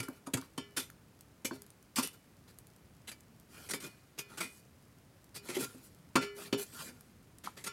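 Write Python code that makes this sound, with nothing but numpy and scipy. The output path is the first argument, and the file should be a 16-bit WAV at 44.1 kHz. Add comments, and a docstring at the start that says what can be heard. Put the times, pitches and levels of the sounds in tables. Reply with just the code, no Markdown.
"""A stone fire pit outdoors, where a steel shovel with a wooden handle works through embers and charred logs.
Charcoal crunches under its edge as clumps of tiny fractures; logs thump in a few low cycles and a shudder.
The handle clacks in its socket, and the blade rings in its modes when it meets the concrete block.
Between jabs the blade drags through ash, and the embers pop and tick over the rumble and hiss of quiet air."""
import sys
import numpy as np
from scipy import signal
from scipy.fft import irfft
from scipy.io import wavfile
from scipy.ndimage import uniform_filter1d

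SR = 44100
rng = np.random.default_rng(int(sys.argv[2]) if len(sys.argv) > 2 else 0)


def bounce(signal):
    """Save signal as a 16-bit WAV file at the path given by the first command-line argument."""
    frames = np.transpose(np.atleast_2d(signal))
    limited = np.clip(frames, -1, 1)
    pcm = np.round(limited * 32767).astype(np.int16)
    wavfile.write(sys.argv[1], SR, pcm)


N = 340452
TIME_S = np.arange(N) / SR

# Modes of the blade. Each row: frequency in Hz, level in dB, t60 in seconds.
BLADE_MODES = [(910, 2, 0.17), (1100, -3.5, 0.35), (1290, 1.5, 0.4), (1382.7, 3.5, 0.29),
               (1422, -11.5, 0.98), (1740, -2, 0.8), (2024, -1.5, 0.64), (2128, -6, 0.23), (2290, 0, 0.51),
               (2457, -2, 0.41), (2685, -0.5, 0.35), (2960, 1, 0.61), (3026, -4, 0.25), (3160, -2.5, .22),
               (3200, -8, 0.086), (3360, -2, .28), (3560, 5, 0.28), (4150, -28, .28), (4046, 5, 0.08),
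               (4100, -19.5, 0.2), (4420, 6.5, 0.36), (4306, -3.5, 0.71), (4700, 7, 0.081),
               (4850, -6, 0.51), (5060, 4, 0.33), (5570, 6, 0.37), (6089, -16, 0.15), (7060, 9, .25),
               (7160, -9, 0.59)]
# The whole blade flexing
BEND_HZ, BEND_T60_S = 406.4, 0.96
# Spectrum of the dull body of crushed charcoal. Each row: frequency in Hz, relative density in dB.
BODY_SPECTRUM = [(40, -82.5), (130, 8.5), (270, 7.5), (500, 5), (740, -2), (950, -1.5), (1450, 1.5),
                 (2400, -3.5), (4000, -4), (8000, -9.5), (16000, -20)]


def amp(db):
    """Amplitude ratio of a level in dB."""
    return 10 ** (np.asarray(db) / 20)


def unit(x):
    """Scales to an RMS of 1."""
    return x / np.sqrt(np.mean(x ** 2) + 1e-20)


def fade(t, t60_s):
    """Falls by 60 dB in t60_s."""
    return np.exp(-np.log(1000) * t / max(t60_s, 1e-3))


def add(mix, start_s, sound):
    """Adds a sound into the mix from start_s, cut at the end."""
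    part = mix[max(round(start_s * SR), 0):][:len(sound)]
    part += sound[:len(part)]


def colour(x, spectrum, size=4096):
    """Minimum-phase filter of unit energy with the given spectrum, interpolated over log frequency."""
    points_hz, points_db = np.transpose(spectrum)
    bins_hz = abs(np.fft.fftfreq(size, 1 / SR)) + 1
    log_gain = np.log(amp(np.interp(np.log(bins_hz), np.log(points_hz), points_db)))
    response = np.exp(np.conj(signal.hilbert(log_gain)))
    taps = np.fft.ifft(response).real[:size // 2]
    return signal.fftconvolve(x, taps / np.linalg.norm(taps))[:len(x)]


def resonate(x, hz, width_hz):
    """One resonance, of gain about 1 at its centre."""
    r = np.exp(-np.pi * width_hz / SR)
    return 2 * signal.lfilter([1 - r], [1, -r * np.exp(2j * np.pi * hz / SR)], x).real


def grains(n, per_s, spread_db, clump_db):
    """Tiny fractures of uneven size that come in clumps a few milliseconds long."""
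    size = amp(spread_db * np.minimum(rng.exponential(1, n), 4)) * rng.choice([-1, 1], n)
    occurs = rng.random(n) < per_s / SR
    clumps = unit(uniform_filter1d(rng.standard_normal(n), size=200))
    return unit(size * occurs * amp(clump_db * np.clip(clumps, -2, 2)))


def lump(x, t60_s, ring):
    """A lump of charcoal colours its cracks with a brief noisy ring, `ring` times the crack's amplitude."""
    t = TIME_S[:SR // 50]
    taps = rng.standard_normal(len(t)) * fade(t, t60_s)
    taps *= ring / np.linalg.norm(taps)
    taps[0] = 1
    return signal.fftconvolve(x, taps / np.linalg.norm(taps))[:len(x)]


def grit(n, size=3000):
    """A run of fractures, crossfading to a different lump under the edge every half window (34 ms)."""
    cracks = grains(n, per_s=8000, spread_db=2.5, clump_db=1.5)
    out, window = np.zeros(n), signal.get_window("hann", size)
    for start in range(0, n - size, size // 2):
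        piece = cracks[start:start + size] * window
        add(out, start / SR, lump(piece, t60_s=.012, ring=.9))
    return unit(out)


def contact_db(hz, corner_hz=4540):
    """Drive of a blade mode by a crumbly charcoal contact, which feeds it less above the corner."""
    return -10 * np.log10(1 + (hz / corner_hz) ** 4)


def air(level_db=-63, split_hz=250, rumble_db=2.5, swell_db=-1.4):
    """Low outdoor rumble whose level wanders at random, under the faint steady hiss of the fire."""
    # Each row: frequency in Hz, relative density in dB.
    air_spectrum = [(15, -82), (25, -17), (105, -0.5), (200, -4), (416, -10.5), (489, -11.5), (695, -15),
                    (775, -16.5), (1260, -18), (2350, -22), (3520, -26), (5000, -26.5), (5880, -27.5),
                    (11000, -29), (16000, -32)]
    noise = amp(level_db) * unit(colour(rng.standard_normal(N), air_spectrum))
    low = signal.sosfiltfilt(signal.butter(2, split_hz, fs=SR, output="sos"), noise)
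    swell_hz = np.geomspace(.3, 5, 16)
    swell = unit(sum(np.sin(2 * np.pi * (f * TIME_S + rng.random())) / np.sqrt(f) for f in swell_hz))
    return noise - low + low * amp(rumble_db + swell_db * swell)


def pit(x, near_db=-12, near_t60_s=0.086, yard_db=-29, yard_t60_s=.6):
    """The stones around the fire scatter a short echo; the yard adds a faint longer one."""
    t = TIME_S[:SR // 2]
    sparse = rng.random((2, len(t))) < 2500 / SR  # reflections per second
    taps = rng.standard_normal((2, len(t))) * sparse * (t > .003)
    near, yard = taps[0] * fade(t, near_t60_s), taps[1] * fade(t, yard_t60_s)
    echo = amp(near_db) * near / np.linalg.norm(near) + amp(yard_db) * yard / np.linalg.norm(yard)
    return x + signal.fftconvolve(x, echo)[:N]


def embers(tick_db=-80):
    """Single pops, each a snap with a brief ring, and a sprinkle of much smaller ticks."""
    # Embers popping. 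Each row: start in seconds, level in dB.
    pops = [(0.086, -25), (0.414, -28), (0.902, -30), (1.209, -28.5), (1.620, -27), (1.665, -35.5),
            (1.704, -32), (1.827, -38), (2.074, -17.5), (2.587, -26.5), (2.67, -35), (2.763, -39.5),
            (3.207, -35.5), (3.399, -37), (5.243, -37), (5.782, -38), (5.948, -38), (7.009, -31),
            (7.385, -31.5)]
    # Each row: frequency in Hz, relative density in dB.
    pop_spectrum = [(100, -65), (1000, 1), (2500, -6), (4500, 1), (8000, 5), (12000, 6), (16000, -6)]
    out = amp(tick_db) * lump(grains(N, per_s=60, spread_db=3, clump_db=1), t60_s=.008, ring=1.3)
    for start_s, db in pops:
        add(out, start_s, amp(db) * lump(signal.unit_impulse(SR // 50), t60_s=0.013, ring=1.3))
    return colour(out, pop_spectrum)


def clacks(half_width_ratio=1.275):
    """Wood knocks against the steel socket and chatters briefly, in one broad resonance."""
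    # Handle knocks. Each row: start in seconds, level in dB, pitch in Hz, chatter t60 in seconds.
    knocks = [(0.083, -46.5, 1280, 0.026), (0.268, -47.5, 1070, 0.084), (0.374, -47.5, 1170, 0.036),
              (0.423, -52, 1170, .026), (0.775, -40, 1427, 0.016), (0.9, -55.5, 1720, 0.011),
              (1.510, -41.5, 1230, 0.035), (1.985, -36, 1110, 0.1), (4.41, -43, 1150, 0.065),
              (6.158, -25, 1180, 0.084), (7.473, -36, 1080, 0.015)]
    out, t = np.zeros(N), TIME_S[:SR // 4]
    for start_s, db, hz, t60_s in knocks:
        contact = signal.unit_impulse(len(t)) + .11 * rng.standard_normal(len(t)) * fade(t, t60_s)
        band_hz = [hz / half_width_ratio, hz * half_width_ratio]
        knock = signal.sosfilt(signal.butter(3, band_hz, "bandpass", fs=SR, output="sos"), contact)
        add(out, start_s, amp(db) * knock / np.std(knock[:SR // 150]))  # level over the first 7 ms
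    return out


def thumps(low_cut_hz=85, detune_db_per_octave=4):
    """A few low cycles from the blow, then the pile shudders, most in the modes near the blow's pitch."""
    # Blows on logs and ground. Each row: start in seconds, level in dB, pitch in Hz, t60 in seconds.
    blows = [(0.000, -32, 118, .088), (0.086, -33, 293, 0.07), (0.273, -30, 256, 0.017),
             (0.337, -22, 270, 0.076), (0.345, -27, 113, 0.093), (0.58, -31, 270, 0.069),
             (0.778, -34.5, 290, 0.045), (1.448, -27, 271, 0.059), (1.513, -27, 302, 0.034),
             (1.984, -22.5, 245, 0.07), (2.034, -42.5, 357, 0.051), (3.741, -38.5, 270, 0.091),
             (4.419, -42, 248, 0.023), (5.492, -36.5, 361, .15), (5.567, -22, 372, 0.076),
             (5.628, -35, 297, 0.057), (5.746, -46, 261, 0.098), (6.156, -7, 346, 0.014),
             (6.528, -14.5, 278, 0.033), (6.888, -48, 246, 0.23)]
    # Modes of the log pile and handle. 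Each row: frequency in Hz, width in Hz, level in dB.
    pile_modes = [(125, 20, 2.5), (167.3, 11, -2), (265.5, 30.5, 10), (338, 190, 10.5), (375, 23, -25),
                  (517, 14, -5.5), (650, 14, -39), (925, 18, 0)]
    # A blow of blow_ref_db shudders at pile_ref_db, and less than in proportion for others
    blow_ref_db, pile_ref_db, pile_db_per_db = -29.5, -47, 0.66
    out, t = np.zeros(N), TIME_S[:SR // 2]
    for start_s, db, hz, t60_s in blows:
        blow = np.sin(2 * np.pi * hz * t) * fade(t, t60_s) * (1 - fade(t, 0.011))
        jolts = rng.standard_normal(len(t)) * fade(t, 0.14)
        pile = np.zeros(len(t))
        for mode_hz, width_hz, mode_db in pile_modes:
            shudder = unit(resonate(resonate(jolts, mode_hz, width_hz), mode_hz, 4 * width_hz))
            pile += amp(mode_db - detune_db_per_octave * abs(np.log2(mode_hz / hz))) * shudder
        pile_db = pile_ref_db + pile_db_per_db * (db - blow_ref_db)
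        add(out, start_s, amp(db) * blow + amp(pile_db) * pile / np.std(pile[:SR // 25]))
    # the microphone's low cut thins the deep bass of the thumps
    return signal.sosfilt(signal.butter(2, low_cut_hz, "highpass", fs=SR, output="sos"), out)


def shimmer(t, db, rise_db_per_octave, count=220):
    """The blade's many weak, closely spaced modes, which die together and fast."""
    hz = rng.uniform(1100, 10000, count)
    lines = np.zeros(len(t) // 2 + 1, complex)
    phases = np.exp(2j * np.pi * rng.random(count))
    lines[(hz * len(t) / SR).astype(int)] = amp(rise_db_per_octave * np.log2(hz / hz.min())) * phases
    return amp(db) * unit(irfft(lines, len(t))) * fade(t, .17)


def strikes(scatter_db=1.5, detune_db_per_octave=0.5, lead_width_hz=100, twin_spread_hz=20, twin_db=-7,
            ash_db_per_s_khz=10, rise_s=.006, choke_t60_s=0.056):
    """The spot that is touched favours one mode; pressing the blade into the ash stops the ring."""
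    # Blade set ringing. Each row: start in seconds, level in dB, leading mode in Hz, its lead in dB,
    # bending mode level in dB, free ringing time in seconds.
    hits = [(0.000, -48.5, 1370, 13, -54.5, 0.32), (0.579, -43.5, 3084, 24.5, -53, .4),
            (0.782, -57, 2660, 11.5, -60, .15), (1.512, -56, 4440, 6, -52.5, 0.14),
            (1.993, -44.5, 1390, 5, -64, 0.1), (3.736, -49.5, 2250, 0, -51, 0.053),
            (3.835, -50.5, 2460, 19, -71, 0.37), (4.187, -49, 2450, 18, -57, .3),
            (4.414, -48, 2430, 23, -72, 0.23), (5.359, -55, 2441, 14, -56, .1),
            (5.569, -60, 1380, 8, -53, 0.095), (5.618, -45.5, 1410, 17, -54, .04),
            (6.157, -32.5, 1366, 13.5, -36.5, .34), (6.223, -45.5, 2850, 8, -47, 0.26),
            (6.529, -42, 3030, 12, -32, 0.089), (7.666, -42, 1443, 14.5, -54, .2)]
    out, t = np.zeros(N), TIME_S[:SR]
    hz, mode_db, t60_s = np.transpose(BLADE_MODES)
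    mode_db = mode_db + contact_db(hz)
    # ash on the blade damps the high modes sooner
    ash = amp(-ash_db_per_s_khz * hz[:, None] / 1000 * t)
    # the nearly symmetric blade has a weaker twin beside each mode, so the ring beats
    offset_hz = twin_spread_hz * rng.standard_normal((len(hz), 1))
    twins = amp(twin_db) * np.exp(2j * np.pi * (offset_hz * t + rng.random((len(hz), 1))))
    partials = np.array([np.exp(2j * np.pi * f * t) * fade(t, d) for f, d in zip(hz, t60_s)])
    modes = ash * (1 + twins) * partials
    bend = np.sin(2 * np.pi * BEND_HZ * t) * fade(t, BEND_T60_S)
    for start_s, db, lead_hz, lead_db, bend_db, free_s in hits:
        favour_db = lead_db * np.exp(-((hz - lead_hz) / lead_width_hz) ** 2)
        favour_db -= detune_db_per_octave * abs(np.log2(hz / lead_hz))
        weight = amp(mode_db + favour_db + scatter_db * rng.standard_normal(len(hz)))
        phase = np.exp(2j * np.pi * rng.random(len(hz)))
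        ring = np.sqrt(2) * ((weight * phase) @ modes).real / np.linalg.norm(weight)
        blade = amp(db) * (ring + shimmer(t, db=-10, rise_db_per_octave=0.5)) + amp(bend_db) * bend
        choke = fade(np.maximum(t - free_s, 0), choke_t60_s)
        add(out, start_s, blade * (1 - fade(t, rise_s)) * choke)
    return out


def singing(scrape, ring_db=0, bend_db=-1, damping=1.48, bend_width_hz=20):
    """Scraping shakes the blade's modes, damped by what it touches."""
    ring = np.zeros(N)
    for hz, db, t60_s in BLADE_MODES:
        width_hz = damping * np.log(1000) / np.pi / t60_s
        ring += amp(db + contact_db(hz)) * resonate(scrape, hz, width_hz)
    return amp(ring_db) * ring + amp(bend_db) * resonate(scrape, BEND_HZ, bend_width_hz)


def drags(fizz_db=-0.5, body_db=-3.5, attack_share=0.29, t60_s=0.082, trickle_db=-15, trickle_t60_s=0.89):
    """Grit rolls and cracks under each push, then crumbs trickle back; the dull body also rubs the blade."""
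    # Pushes through ash and grit. Each row: start in seconds, length in seconds, level in dB,
    # dullness in dB of body against fizz.
    pushes = [(0.04, 0.14, -68, 1.5), (0.382, 0.078, -68, 8.5), (1.526, 0.035, -61, 6),
              (2.125, 0.023, -62, 0), (2.471, 0.038, -68, 7), (3.489, 0.19, -60.5, 4.5),
              (3.814, 0.057, -55, 9), (4.279, 0.086, -68, 13), (4.46, 0.14, -64, -5),
              (5.421, 0.14, -58.5, 5.5), (5.581, 0.068, -42.5, 2), (5.822, 0.048, -60, -18),
              (6.345, 0.13, -54, 4.5), (6.573, 0.056, -43.5, -1.5), (6.703, 0.19, -53, 2.5),
              (6.78, 0.045, -50.5, 5.5)]
    # Spectrum of the fizz of ash. Each row: frequency in Hz, relative density in dB.
    ash_spectrum = [(100, -36), (800, -29), (2000, -35), (4000, -3), (6200, 2.5), (8500, 5), (11000, 5.5),
                    (13500, 1.5), (16000, -7.5)]
    # Blade modes that a steady rub sets singing. 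Each row: frequency in Hz, width in Hz, gain in dB.
    rubbed_modes = [(1409, 17.6, 5.5), (2430, 29, 7)]
    fizz_power, body_power = np.zeros(N), np.zeros(N)
    t = TIME_S[:SR]
    for start_s, length_s, db, dull_db in pushes:
        after_s = np.maximum(t - length_s, 0)
        release = np.maximum(fade(after_s, t60_s), amp(trickle_db) * fade(after_s, trickle_t60_s))
        force = amp(db) * np.minimum(t / (attack_share * length_s), 1) * release
        add(fizz_power, start_s, force ** 2)
        add(body_power, start_s, (force * amp(dull_db)) ** 2)
    body = amp(body_db) * colour(grit(N) * np.sqrt(body_power), BODY_SPECTRUM)
    fizz = amp(fizz_db) * colour(grit(N) * np.sqrt(fizz_power), ash_spectrum)
    rub = sum(amp(db) * resonate(body, hz, width_hz) for hz, width_hz, db in rubbed_modes)
    return fizz + body + rub


def crunches(body_db=-6, hollow_db=-10, hollow_q=4, edge_at_0_db_hz=18800, edge_fall_octaves_per_db=0.02):
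    """Each jab crushes charcoal: fractures swell, then trickle away, with a hollow note of the lump."""
    # Charcoal breaking under the edge. Each row: start in seconds, level in dB, rise in seconds,
    # t60 in seconds, dullness in dB of body against fizz, hollow note in Hz.
    jabs = [(0.000, -36.5, 0.003, 0.033, .5, 1290), (0.028, -47.5, 0.0024, 0.13, 3.5, 1340),
            (0.263, -47.5, 0.0078, 0.049, 1.5, 1100), (0.335, -29.5, 0.0064, 0.044, 1, 3340),
            (0.370, -45, .003, 0.077, 5, 1280), (0.577, -38.5, 0.0026, 0.029, 8, 1030),
            (0.765, -32, 0.011, 0.11, 0, 1460), (0.793, -39.5, 0.0071, .16, -3, 3730),
            (1.447, -30.5, 0.0028, 0.099, -4.5, 2030), (1.958, -30.5, .002, 0.067, -14, 1980),
            (1.964, -31.5, 0.023, 0.12, 1.5, 950), (2.024, -35.5, .008, 0.17, -4, 3240),
            (3.073, -43.5, 0.018, 0.073, -2, 1640), (3.114, -46, 0.0022, 0.074, 2, 1750),
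            (3.689, -36.5, 0.027, 0.056, 0.5, 2240), (3.735, -35.5, 0.0006, 0.11, 4.5, 2330),
            (3.801, -49.5, 0.002, 0.26, 3, 2400), (4.177, -56.5, 0.0034, 0.07, 12.5, 2080),
            (4.186, -36.5, 0.0053, 0.074, -2, 6040), (4.372, -45, .007, .15, 6.5, 1440),
            (4.403, -36.5, 0.0049, 0.19, 3, 2360), (5.344, -43.5, 0.024, .07, -0.5, 4900),
            (5.486, -45.5, 0.0017, 0.33, 6, 2390), (5.544, -38.5, .012, 0.14, 0, 3700),
            (6.155, -33.5, .004, 0.053, 14, 2400), (6.209, -49, 0.017, 0.15, 13, 2520),
            (6.526, -49, 0.0034, 0.062, 23.5, 3040), (7.437, -49.5, 0.0051, 0.24, 4.5, 1580),
            (7.457, -47, 0.0034, 0.054, 2, 1310), (7.566, -53, 0.011, 0.21, 7, 2060),
            (7.639, -41.5, 0.0018, 0.15, -2, 1960), (7.662, -37, .014, 0.028, 3, 2000)]
    # Spectrum of the bright cracks. Each row: frequency in Hz, relative density in dB.
    fizz_spectrum = [(100, -50), (800, -45), (2000, 3.5), (4000, -1.5), (6200, -0.5), (8500, 1.5),
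                     (11000, 0), (13500, -5), (16000, -22)]
    out, t = np.zeros(N), TIME_S[:SR // 3]
    for start_s, db, rise_s, t60_s, dull_db, hz in jabs:
        rise = np.minimum(0.26 + 0.66 * t / max(rise_s, 1e-4), 1)
        force = rise * fade(np.maximum(t - rise_s, 0), t60_s)
        cracks, crumbs = (grains(len(t), per_s=9000, spread_db=2.6, clump_db=1.4) for _ in range(2))
        # a dull crunch is a softer contact, so its fizz ends lower
        edge_hz = min(edge_at_0_db_hz * 2 ** (-edge_fall_octaves_per_db * dull_db), SR / 2 - 10)
        fizz = colour(lump(cracks * force, t60_s=0.018, ring=1.0), fizz_spectrum)
        fizz = signal.lfilter(*signal.butter(2, edge_hz, fs=SR), fizz)
        body = colour(crumbs * force, BODY_SPECTRUM)
        hollow = force * unit(resonate(resonate(cracks, hz, hz / hollow_q), hz, hz / 2))
        dull = amp(body_db) * body + amp(hollow_db) * hollow
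        add(out, start_s, amp(db) * (fizz + amp(dull_db) * dull))
    return out


def scene():
    """Everything that the shovel stirs and the embers, inside the pit, over the air."""
    scrape = crunches() + drags()
    shovel = scrape + singing(scrape) + thumps() + clacks() + strikes()
    return (pit(shovel + embers()) + air())[None]


def record(dry, edge_hz=16200):
    """The recorder's band limit: a steep linear-phase low-pass."""
    taps = signal.firwin(511, edge_hz, window=("kaiser", 9), fs=SR)
    return signal.oaconvolve(dry, taps[None], "same")


dry = scene()
out = record(dry)
bounce(out)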